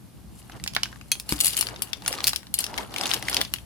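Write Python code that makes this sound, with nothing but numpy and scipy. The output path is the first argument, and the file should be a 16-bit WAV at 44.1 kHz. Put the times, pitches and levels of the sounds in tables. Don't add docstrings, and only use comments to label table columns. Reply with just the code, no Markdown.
import sys
import numpy as np
from scipy import signal
from scipy.fft import rfft, irfft, next_fast_len
from scipy.io import wavfile
from scipy.ndimage import map_coordinates

SR = 44100
rng = np.random.default_rng(int(sys.argv[2]) if len(sys.argv) > 2 else 0)


def wav_out(sig):
    wavfile.write(sys.argv[1], SR, np.round(np.clip(np.atleast_2d(sig).T, -1, 1) * 32767).astype(np.int16))


N = 160965


def amp(db):
    return 10 ** (np.asarray(db) / 20)

def unit(x):
    return x / np.sqrt(np.mean(x ** 2) + 1e-20)

def along(points, hz):
    f, values = np.transpose(points)
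    return np.interp(np.log(hz + 1), np.log(f + 1), values)

def curves(rows):
    times, *columns = np.transpose(rows)
    return [np.interp(np.arange(N) / SR, times, column) for column in columns]

def wobble(rate):
    return map_coordinates(rng.standard_normal(int(N * rate / SR) + 4), [np.arange(N) * rate / SR])

def filtered(x, response):
    size = next_fast_len(x.shape[-1] + 4096)
    return irfft(rfft(x, size) * response(np.fft.rfftfreq(size, 1 / SR)), size)[..., :x.shape[-1]]

def band(points):
    ends = [(points[0][0] / 2, -120)] + list(points) + [(points[-1][0] * 2, -120)]
    return lambda hz: amp(along(ends, hz))

def stereo_noise(response, alike):
    a, b = filtered(rng.standard_normal((2, N)), response)
    angle = np.arccos(alike) / 2
    middle, side = np.cos(angle) * a, np.sin(angle) * b
    return unit(np.array([middle + side, middle - side]))

def place(times, sounds):
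    at = np.round(times * SR).astype(int)[:, None] + np.arange(sounds.shape[-1])
    return np.array([np.bincount(at.ravel(), sounds[:, c].ravel(), N + SR)[:N] for c in range(2)])

def microphones(left_db):
    side = np.array([.5, -.5])
    lead_s = -.00004 + .000036 * left_db
    return amp(np.outer(left_db, side)), -np.outer(lead_s, side)


# t/s, level/dB
RUMBLE_LEVELS = [(0, -45), (.9, -42), (1.1, -46), (1.5, -43), (2.45, -45), (2.8, -43), (3.65, -42)]
# f/Hz, relative level/dB
RUMBLE_TONE = [(25, -36), (42, -16), (55, -7), (90, -11), (200, -7), (260, -12), (340, -17), (450, -26),
               (900, -34)]
# f/Hz, width/Hz, relative level/dB
RUMBLE_HUMPS = [(61, 16, 11), (117, 24, 6)]
# f/Hz, relative level/dB
HISS_TONE = [(500, -2), (900, -3), (1800, -9), (4500, -9), (8000, -13), (10200, -8), (14300, -13),
             (16500, -39)]

def rumble_and_hiss(hiss_db=-59):
    def tone(f):
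        humps = sum(amp(db) / (1 + ((f - hz) / (width / 2)) ** 2) for hz, width, db in RUMBLE_HUMPS)
        return band(RUMBLE_TONE)(f) * (1 + humps)

    level_db, = curves(RUMBLE_LEVELS)
    rumble = stereo_noise(tone, alike=.3) * amp([[.8], [-.8]])
    rumble *= amp(level_db + 1.5 * wobble(30))
    return rumble + amp(hiss_db) * stereo_noise(band(HISS_TONE), alike=.3)


STIR_LEFT_DB = 3

def pings(per_s, hz, pitch_spread, fade_s, spread_db, rise, size=900):
    when, pitch, strength, where = rng.random((int(per_s * N / SR), 4)).T
    f = (hz * np.exp(pitch_spread * (2 * pitch - 1)))[:, None, None]
    gain, delay = microphones(STIR_LEFT_DB + 6 * (where - .5))
    t = np.clip(np.arange(size) / SR - .0002 - delay[..., None], 0, None)
    age = t / fade_s(f)
    wave = amp(-60 * age) * np.sin(2 * np.pi * f * t * (1 + rise * age))
    level = amp(-spread_db * np.log(strength + .01))[:, None, None]
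    return unit(place(when * N / SR, wave * gain[..., None] * level))


# f/Hz, relative level/dB
GRIND_TONE = [(1200, -12), (2900, 0), (4500, -2), (6500, -7), (8000, -20)]
# f/Hz, relative level/dB
RASP_TONE = [(5500, -18), (7500, -6), (10100, 0), (12000, -5), (15200, -14), (16500, -30)]
LADLE_NOTES = [2860, 4360, 4900, 7220, 8030, 9300, 10350, 11220]

def grinding(body_db, treble_db, note_width_hz=90):
    def ladle(f):
        damping = 1j * f * note_width_hz
        return sum(damping / (hz * hz - f * f + damping) for hz in LADLE_NOTES)

    ticks = pings(per_s=700, hz=4500, pitch_spread=1.2, fade_s=lambda f: .003, spread_db=3.5, rise=0)
    rub = stereo_noise(np.ones_like, alike=.5) * amp(3.5 * wobble(80))
    rub *= amp([[STIR_LEFT_DB / 2], [-STIR_LEFT_DB / 2]])
    grit = amp(-2) * ticks + amp(-3) * rub
    body = amp(body_db) * unit(filtered(grit, band(GRIND_TONE)))
    rasp = amp(treble_db) * unit(filtered(grit, band(RASP_TONE)))
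    scrape = amp(treble_db - 7) * unit(filtered(grit, ladle))
    return body + rasp + scrape


# f/Hz, relative level/dB
WASH_TONE = [(150, -9), (290, 1.5), (480, -5), (800, -.8), (1300, -6), (2200, -14)]

def slopping():
    bubbles = pings(per_s=220, hz=650, pitch_spread=.8, fade_s=lambda f: np.minimum(14 / f, .02),
                    spread_db=4, rise=.25)
    wash = stereo_noise(band(WASH_TONE), alike=.3) * amp(2.5 * wobble(30))
    return amp(-5) * bubbles + amp(.3) * wash


# t/s, grinding body level/dB, grinding treble level/dB, water level/dB
STIR_LEVELS = [(.28, -72, -70, -66), (.38, -63, -58, -60), (.48, -64, -60, -60), (.54, -50, -62, -47),
               (.6, -64, -66, -60), (.85, -53, -60, -56), (1.08, -68, -64, -66), (1.28, -62, -62, -58),
               (1.3, -36, -34, -48), (1.39, -48, -45, -50), (1.45, -32, -25, -47), (1.51, -43, -41, -54),
               (1.57, -35, -35, -45), (1.7, -49, -55, -46), (2.0, -57, -64, -54), (2.1, -41, -42, -42),
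               (2.22, -45, -54, -44), (2.29, -38, -37, -48), (2.42, -62, -64, -60), (2.53, -66, -68, -64),
               (2.6, -36, -37, -47), (2.72, -54, -60, -45), (2.8, -40, -47, -37), (2.88, -53, -58, -50),
               (3.0, -39, -46, -39), (3.13, -33, -37, -37), (3.22, -48, -54, -48), (3.3, -39, -46, -40),
               (3.4, -38, -45, -41), (3.49, -56, -58, -56), (3.65, -63, -62, -60)]

def stirring():
    body_db, treble_db, water_db = curves(STIR_LEVELS)
    return grinding(body_db, treble_db) + amp(water_db) * slopping()


def click_tone(bass_db, treble_db):
    low, high = bass_db + 6, treble_db + 1.5
    points = [(250, low - 24), (800, low - 3), (1600, low), (3000, -.3), (5500, -1.5),
              (7800, high - 5), (10000, high), (16000, high - 11)]
    return lambda hz: amp(along(points, hz))

def crack(t, tone, ring_hz, delay, length):
    def response(f):
        hump_db = 6 * np.exp(-.5 * (np.log((f + 1) / ring_hz) / .09) ** 2)
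        return tone(f) * amp(hump_db) * np.exp(-2j * np.pi * f * delay[:, None])

    shared, *each_side = rng.standard_normal((3, t.shape[-1]))
    noise = filtered(shared + .8 * np.array(each_side), response)
    burst = amp(-60 * t / (.009 * length)) / length ** 2
    tail = amp(-13 - 60 * t / .08)
    return noise * (burst + tail)


BIG_SHELL_NOTES = [2536, 3305, 4000, 4398, 6272, 9701]
# t/s, body level/dB, main ring f/Hz,
# bass over body level/dB, treble over body level/dB, left over right level/dB
KNOCKS = [(0.497, -46, 780, 8, -8, -1), (0.5204, -43, 3080, -2, -10, 1), (0.599, -44, 2000, -2, -14, 1),
          (0.6392, -26, 7950, -21, -3, 0), (0.6626, -35, 820, -1, -7, -2), (0.6761, -20, 5210, -16, -9, -1),
          (0.7362, -34, 2990, -14, -10, -4), (0.7497, -23, 2970, -22, -5, -4),
          (0.7646, -15, 1590, 0, -17, -1), (0.833, -14, 2970, -15, -10, 0), (0.8568, -34, 1530, 1, -11, 0),
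          (0.928, -46, 1610, 8, -10, 2), (0.959, -48, 1100, 6, -10, 2), (1.0124, -40, 2520, -4, -12, 4),
          (1.1168, -12, 9730, -16, -3, 1), (1.154, -36, 2410, -5, -2, 0), (1.1989, -32, 5300, -11, 5, 1),
          (1.2917, -24, 11160, -14, 1, 3), (1.3233, -23, 4910, 2, 3, 5), (1.3898, -34, 3530, -8, 0, 5),
          (1.4039, -19, 9300, -19, 4, 5), (1.4095, -19, 10290, -19, 3, 5), (1.4455, -24, 10490, -17, 8, 6),
          (1.4575, -20, 9860, -14, 5, 6), (1.4677, -20, 10380, -14, 5, 5), (1.4795, -23, 10100, -14, 6, 5),
          (1.5342, -29, 2970, -12, -5, 6), (1.5679, -23, 9630, -16, 5, 8), (1.5761, -22, 3140, -14, 1, 5),
          (1.5898, -27, 10310, -14, 6, 7), (1.6098, -18, 9860, -11, 3, 7), (1.6267, -26, 4950, -5, -5, 5),
          (1.6693, -29, 4480, -6, -5, 7), (1.6878, -34, 1590, -1, -12, 6), (1.7612, -35, 3640, -7, -14, 8),
          (1.8205, -22, 12470, -16, 3, 7), (1.9321, -21, 3490, -15, -14, 8), (2.0216, -39, 860, -1, -9, 1),
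          (2.0617, -23, 6480, -7, -9, 2), (2.0787, -21, 9600, -6, 5, 2), (2.1275, -23, 5400, -10, -6, 4),
          (2.1384, -32, 900, 1, -6, 4), (2.1857, -34, 1210, 2, -14, 3), (2.2048, -28, 1210, -3, -13, 2),
          (2.2418, -16, 4300, -23, -2, 1), (2.2699, -16, 5230, -18, 1, 1), (2.2764, -17, 5300, -18, 2, 3),
          (2.281, -19, 4780, -17, 1, 1), (2.2926, -24, 5190, -15, -3, 4), (2.3326, -24, 4000, -2, -8, 5),
          (2.3606, -20, 5340, -20, -4, 6), (2.431, -44, 1500, 0, -8, 4), (2.469, -42, 3800, -6, -8, 4),
          (2.5405, -21, 11260, -18, 6, 5), (2.5888, -22, 10010, -13, 4, 7), (2.6049, -26, 11780, -16, 2, 6),
          (2.6414, -20, 5250, -15, -6, 7), (2.6651, -29, 5400, -7, -8, 7), (2.7415, -31, 3250, -7, -19, 3),
          (2.7779, -23, 3230, -5, -8, 6), (2.7828, -24, 2130, -7, -9, 7), (2.9405, -31, 2890, -6, -6, 1),
          (2.9622, -22, 2370, -10, -12, 5), (2.9831, -24, 3320, -12, -7, 4), (3.0112, -22, 5000, -4, -9, 4),
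          (3.0356, -27, 3600, -7, -14, 8), (3.0567, -23, 3750, -12, -5, 2), (3.0686, -27, 4690, -9, -3, 2),
          (3.0924, -26, 5400, -9, -7, 3), (3.1074, -24, 2370, -5, -9, 2), (3.1142, -18, 3810, -10, -16, 8),
          (3.1369, -19, 5490, -5, -3, 5), (3.1418, -21, 3920, -8, -1, 3), (3.2259, -28, 2020, -9, -7, 1),
          (3.2843, -18, 2090, -10, -12, 2), (3.2968, -25, 10870, -12, -1, 3),
          (3.314, -29, 3600, -2, -12, 3), (3.3292, -25, 4970, -5, -14, 5), (3.3373, -27, 3080, -14, -5, 2),
          (3.3446, -17, 5150, -11, -5, 4), (3.3676, -12, 3400, -17, -12, 2), (3.409, -28, 3960, -14, -6, 6),
          (3.414, -15, 3490, -13, -5, 3), (3.4499, -26, 3640, -12, -14, 1), (3.5382, -21, 2900, -8, -2, 6),
          (3.5606, -33, 3270, -10, -13, 3), (3.585, -37, 3210, -7, -15, 5)]

def clicks(notes=13, size=4400, bright_hz=9000, big_shell_until_s=1.15):
    main = (np.arange(notes) == 0)[:, None, None]
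    times, sounds = [], []
    for start, db, ring_hz, bass_db, treble_db, left_db in KNOCKS:
        (gain,), (delay,) = microphones(np.array([left_db]))
        t = np.clip(np.arange(size) / SR - .0003 - delay[:, None], 0, None)
        bright = ring_hz > bright_hz
        length = 1 if bright else .7
        tone = click_tone(bass_db, treble_db)
        pitch, strength, scatter, left, right = rng.standard_normal((notes, 5, 1, 1)).swapaxes(0, 1)
        hz = np.where(main, ring_hz, np.clip(5000 * np.exp(.7 * pitch), 400, 15000))
        level = tone(hz) * amp(np.where(main, -7, -14) + 2.5 * strength)
        fade_s = np.where(main, 1, length) * .026 * np.exp(.25 * scatter)
        phase = .9 * np.hstack([left, right])
        ring = np.sum(level * amp(-60 * t / fade_s) * np.sin(2 * np.pi * hz * t + phase), axis=0)
        if bright:
            struck_notes = BIG_SHELL_NOTES if start < big_shell_until_s else LADLE_NOTES
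            detunes = 1 + .015 * scatter
            for f, note_db, detune in zip(struck_notes, -14.5 + 3 * strength, detunes):
                ring += amp(note_db - 60 * t / .065) * np.sin(2 * np.pi * f * detune * t)
        attack = 1 - np.exp(-t / .00025)
        click = attack * (crack(t, tone, ring_hz, delay, length) + ring)
        sounds.append(amp(db + 4.8) * gain[:, None] * click)
        times.append(start - .0004)
    return place(np.array(times), np.array(sounds))


# f/Hz, relative level/dB, time to fade by 60 dB t/s
PAN_NOTES = [(59, -7, .11), (150, -7, .035), (292, -15, .22), (215, -14, .08), (322, -15, .14)]

def pan_bump(start_s=1.3232, push_s=.0012):
    t = np.clip(np.arange(N) / SR - start_s, 0, None)
    boom = sum(amp(db - 60 * t / fade_s) * np.sin(2 * np.pi * hz * t) for hz, db, fade_s in PAN_NOTES)
    push = t / push_s * (2 - t / push_s) * np.exp(-t / push_s)
    return amp(-14) * (boom + .7 * push) * amp([[2.5], [-2.5]])


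# t/s, level/dB, starting f/Hz
BIG_BUBBLES = [(2.73, -27, 850), (2.79, -24, 880), (3.0, -25, 750), (3.013, -23, 700)]

def gurgles(size=2600, fade_s=.05):
    times, db, hz = np.transpose(BIG_BUBBLES)[..., None, None]
    t = np.arange(size) / SR
    envelope = amp(db - 60 * t / fade_s) * (1 - np.exp(-t / .002))
    wave = envelope * np.sin(2 * np.pi * hz * t * (1 + 6 * t))
    return place(times.ravel(), wave * amp([[1.5], [-1.5]]))


def kitchen_echo(x, fade_s=.25):
    t = np.arange(SR // 2) / SR
    tail = rng.standard_normal((2, len(t))) * amp(-60 * t / fade_s) * (t > .003)
    return signal.fftconvolve(x, unit(tail) / np.sqrt(len(t)), axes=-1)[:, :N]

def scene():
    sudden = clicks() + pan_bump() + gurgles()
    return sudden + amp(-16) * kitchen_echo(sudden) + stirring() + rumble_and_hiss()

def record(dry, low_hz=45, top_hz=16600):
    return filtered(dry, lambda hz: (hz < top_hz) * (1j * hz / (low_hz + 1j * hz)) ** 2)


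dry = scene()
out = record(dry)
wav_out(out)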